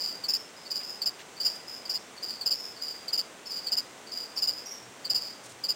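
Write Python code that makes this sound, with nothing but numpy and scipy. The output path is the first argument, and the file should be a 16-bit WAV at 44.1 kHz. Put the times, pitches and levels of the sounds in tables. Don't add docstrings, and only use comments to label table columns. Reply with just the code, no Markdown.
import sys
import numpy as np
from scipy import signal
from scipy.fft import rfft, irfft, next_fast_len
from scipy.io import wavfile
from scipy.ndimage import map_coordinates

SR = 44100
rng = np.random.default_rng(int(sys.argv[2]) if len(sys.argv) > 2 else 0)


def master_out(mix):
    frames = np.transpose(np.atleast_2d(mix))
    ceiling = np.clip(frames, -1, 1)
    pcm = np.round(ceiling * 32767).astype(np.int16)
    wavfile.write(sys.argv[1], SR, pcm)


N = 253575


def amp(db):
    return 10 ** (np.asarray(db) / 20)


def unit(x):
    return x / np.sqrt(np.mean(x ** 2) + 1e-20)


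def add(track, s, sound):
    start = round(s * SR)
    sound = sound[max(-start, 0):]
    part = track[max(start, 0):][:len(sound)]
    part += sound[:len(part)]


def wobble(rate, size):
    points = rng.standard_normal(int(size * rate / SR) + 4)
    return map_coordinates(points, [np.arange(size) * rate / SR + 1])


def filtered(x, response):
    size = next_fast_len(len(x) + 8192)
    gain = response(np.fft.rfftfreq(size, 1 / SR))
    return irfft(rfft(x, size) * gain, size)[:len(x)]


# f/Hz, relative level/dB (per Hz)
AIR_COLOR = [(15, -51), (25, -23), (54, -19.5), (120, -10), (217, -2.5), (458, -0.5), (559, -1.5),
             (811, -2.5), (1590, -6.5), (2090, -7.5), (3430, -10), (4740, -14), (6380, -10.5), (7050, -13),
             (9500, -16), (12400, -31), (20900, -120)]
# f/Hz, level/dB
FAN_TONES = [(1491, -70), (2017, -70), (7585, -66)]


def ventilation():
    hz, db = np.transpose(AIR_COLOR)

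    def color(f):
        level = amp(np.interp(np.log(f + 1), np.log(hz), db))
        return level / np.hypot(1, (f / 10000) ** 20)

    rush = unit(filtered(rng.standard_normal(N), color))
    tones = np.zeros(N)
    for pitch, level in FAN_TONES:
        rate = pitch + 3 * wobble(12, N)
        tones += amp(level) * unit(np.sin(2 * np.pi * np.cumsum(rate) / SR))
    return amp(-48.5 + 0.44 * wobble(3.16, N)) * rush + tones


DRONE_DB, SWELL_S = -76, 0.075
# t/s (of the peak), level/dB (added to the steady drone)
DRONE_SWELLS = [(4.47, -64), (4.88, -66), (5.17, -65), (5.53, -59.5)]


def drone():
    t = np.arange(N) / SR
    level = amp(DRONE_DB)
    for s, db in DRONE_SWELLS:
        level = level + amp(db) * np.exp(-((t - s) / SWELL_S) ** 2)
    noise = filtered(rng.standard_normal(N), lambda f: 1 / (1 + ((f - 124) / 14) ** 2))
    return level * unit(noise)


GRIP_S, RELEASE_S = 0.0059, .0012
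# share of its length, tooth rate ratio, relative level/dB
STROKE_COURSE = [(0, 1.045, -11.5), (0.249, 1.025, 0), (.5, .99, 1.5), (.8, .965, 0), (1, 0.955, 0)]


def stroke(length, hz, slip, lumpy_db, glide=1):
    size = int(length * SR)
    u = np.linspace(0, 1, size)
    at, ratio, db = np.transpose(STROKE_COURSE)
    rate = hz * np.interp(u, at, ratio) ** glide * (1 + slip * wobble(806.0, size))
    edges = np.clip(np.minimum(u / GRIP_S, (1 - u) / RELEASE_S) * length, 0, 1)
    flutter = np.tanh(wobble(594, size))
    level = edges * amp(np.interp(u, at, db) + lumpy_db * flutter)
    return unit(level * np.sin(2 * np.pi * np.cumsum(rate) / SR))


def rasp(tone, rasp_db):
    grit = filtered(rng.standard_normal(len(tone)), lambda f: 1 / np.hypot(1, (f - 4700) / 700))
    strength = np.abs(signal.hilbert(tone))
    return tone + amp(rasp_db) * strength * unit(grit)


def chirp(s, period, hz, db, lead_ratio, lead_db, count):
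    first = (s, hz * lead_ratio, db + lead_db)
    return [first] + [(s + k * period, hz, db) for k in range(1, round(count))]


def room(x, t60, wet_db):
    t = np.arange(int(.7 * SR)) / SR
    build_up = 1 - np.exp(-t / 0.014)
    echoes = rng.standard_normal(len(t)) * amp(-60 * t / t60) * build_up
    tail = signal.fftconvolve(x, echoes)
    heard = amp(wet_db) * tail * np.linalg.norm(x) / np.linalg.norm(tail)
    heard[:len(x)] += x
    return heard / np.hypot(1, amp(wet_db))


def distant_stroke(hz, wet_db):
    tone = stroke(0.0317, hz, slip=0.022, lumpy_db=9, glide=0.33)
    return room(rasp(tone, rasp_db=-19.5), t60=0.4, wet_db=wet_db)


SECOND_LEAD_RATIO, SECOND_LEAD_DB = 0.94, -12.5
# t/s, stroke period/s, tooth rate f/Hz, level/dB, room over direct sound level/dB
SECOND_CRICKET_CHIRPS = [(-.046, 0.041, 4860, -29.5, 0.5), (.649, .05, 4883, -30, -5),
                         (1.36, 0.061, 4907, -33.5, -2), (2.163, 0.059, 4833, -32.5, -3),
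                         (2.757, .053, 4856, -31.5, 0.5), (3.452, .05, 4880, -32.5, -0.5),
                         (4.062, 0.05, 4843, -33, 1.5), (5.108, 0.049, 4844, -33.5, 2)]


def second_cricket():
    song = np.zeros(N)
    for start, period, pitch, level, wet_db in SECOND_CRICKET_CHIRPS:
        for s, hz, db in chirp(start, period, pitch, level, SECOND_LEAD_RATIO, SECOND_LEAD_DB, count=3):
            add(song, s, amp(db) * distant_stroke(hz, wet_db))
    return song


# delay t/s (before a small random shift), level/dB (against direct sound)
WALL_ECHOES = [(.0029, -15.5), (.0061, -13.5), (.0094, -11), (0.0125, -5.5)]


def walls(x):
    heard = np.pad(x, (0, SR // 50))
    for delay, db in WALL_ECHOES:
        add(heard, delay + rng.normal(0, .0003), amp(db) * x)
    return heard * np.linalg.norm(x) / np.linalg.norm(heard)


LEAD_S, STROKE_S = .0185, .0255
REOPEN_S, REOPEN_DB = .011, -8
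# t/s, wing strokes, stroke period/s, middle tooth rate f/Hz, level/dB,
# first stroke's rate ratio, first stroke's relative level/dB
NEAR_CRICKET_CHIRPS = [(.235, 3, 0.047, 5003, -24.5, 0.91, -6), (1.010, 2, 0.044, 4880, -24.5, .96, -3.5),
                       (1.398, 2, 0.05, 4910, -22.5, .96, -5.5), (1.847, 3, .044, 4895, -28.5, .995, -9.5),
                       (2.407, 3, 0.048, 4880, -24, 0.93, -7.5), (3.075, 3, 0.049, 4886, -25, 0.95, -7),
                       (3.662, 3, .0515, 4890, -24.5, 0.95, -4), (4.367, 3, .0515, 4880, -24, 0.98, -5),
                       (5.044, 3, .0495, 4872, -24, .945, -7.5), (5.635, 2, 0.048, 4860, -24, 0.97, -4)]


def near_cricket():
    song = np.zeros(N)
    for start, count, period, pitch, level, lead_ratio, lead_db in NEAR_CRICKET_CHIRPS:
        strokes = chirp(start, period, pitch, level, lead_ratio, lead_db, count=count)
        for k, (s, hz, db) in enumerate(strokes):
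            length = STROKE_S if k else LEAD_S
            file_wing = stroke(length, .987 * hz, slip=.022, lumpy_db=3)
            scraper_wing = stroke(length, 1.022 * hz, slip=.022, lumpy_db=3, glide=.3)
            closing = walls(unit(file_wing + amp(0.5) * scraper_wing))
            opening = stroke(.006, hz, slip=.022, lumpy_db=7, glide=.3)
            add(song, s, amp(db) * rasp(closing, rasp_db=-25))
            add(song, s + length + REOPEN_S, amp(db + REOPEN_DB) * opening)
    return song


FAR_PERIOD_S, FAR_FADE_DB, FAR_WET_DB = .053, -1.4, 0.5
# t/s, wing strokes, tooth rate f/Hz, level/dB (of the first stroke)
FAR_CRICKET_CHIRPS = [(.35, 1, 5310, -39.5), (.555, 2, 5090, -49), (.828, 2, 5070, -36.5),
                      (1.425, 1, 5340, -39), (1.67, 2, 5096, -38.5), (1.89, 1, 5470, -41.5),
                      (2.528, 3, 5205, -36), (3.456, 1, 5160, -38.5), (4.357, 1, 5310, -34.5),
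                      (4.51, 2, 5050, -37.5), (4.652, 2, 5620, -38.5)]


def far_crickets():
    song = np.zeros(N)
    for s, count, hz, db in FAR_CRICKET_CHIRPS:
        for k in range(round(count)):
            sound = distant_stroke(hz, FAR_WET_DB)
            add(song, s + k * FAR_PERIOD_S, amp(db + k * FAR_FADE_DB) * sound)
    return song


def radiated(song, edge_hz):
    return filtered(song, lambda f: 1 / np.hypot(1, (edge_hz / np.maximum(f, 4100)) ** 16))


# t/s, length/s, center f/Hz, level/dB
SCUFF_EVENTS = [(0.797, .04, 2300, -52), (1.184, 0.045, 2670, -49), (1.552, 0.014, 7500, -49),
                (5.43, 0.048, 7000, -51), (5.484, .05, 7000, -53)]


def scuffs():
    track = np.zeros(N)
    for s, length, hz, db in SCUFF_EVENTS:
        size = int(length * SR)
        graininess = amp(2.22 * wobble(510, size))
        grains = rng.standard_normal(size) * graininess * signal.windows.tukey(size, .5)
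        rub = filtered(grains, lambda f: (f * hz / (f * f + hz * hz)) ** 3 * (f < 10000))
        add(track, s, amp(db) * unit(rub))
    return track


def scene():
    background = ventilation() + drone()
    second = second_cricket()
    near = room(near_cricket(), t60=.3, wet_db=-21)[:N]
    crickets = radiated(second + near + far_crickets(), edge_hz=4320)
    return (background + crickets + scuffs())[None]


HOLD_HZ, TOP_HZ = 32000, 15900


def record(dry):
    slow = signal.resample_poly(dry[0], HOLD_HZ, SR)
    held = slow[np.arange(N) * HOLD_HZ // SR]
    return filtered(held, lambda f: f < TOP_HZ)[None]


dry = scene()
out = record(dry)
master_out(out)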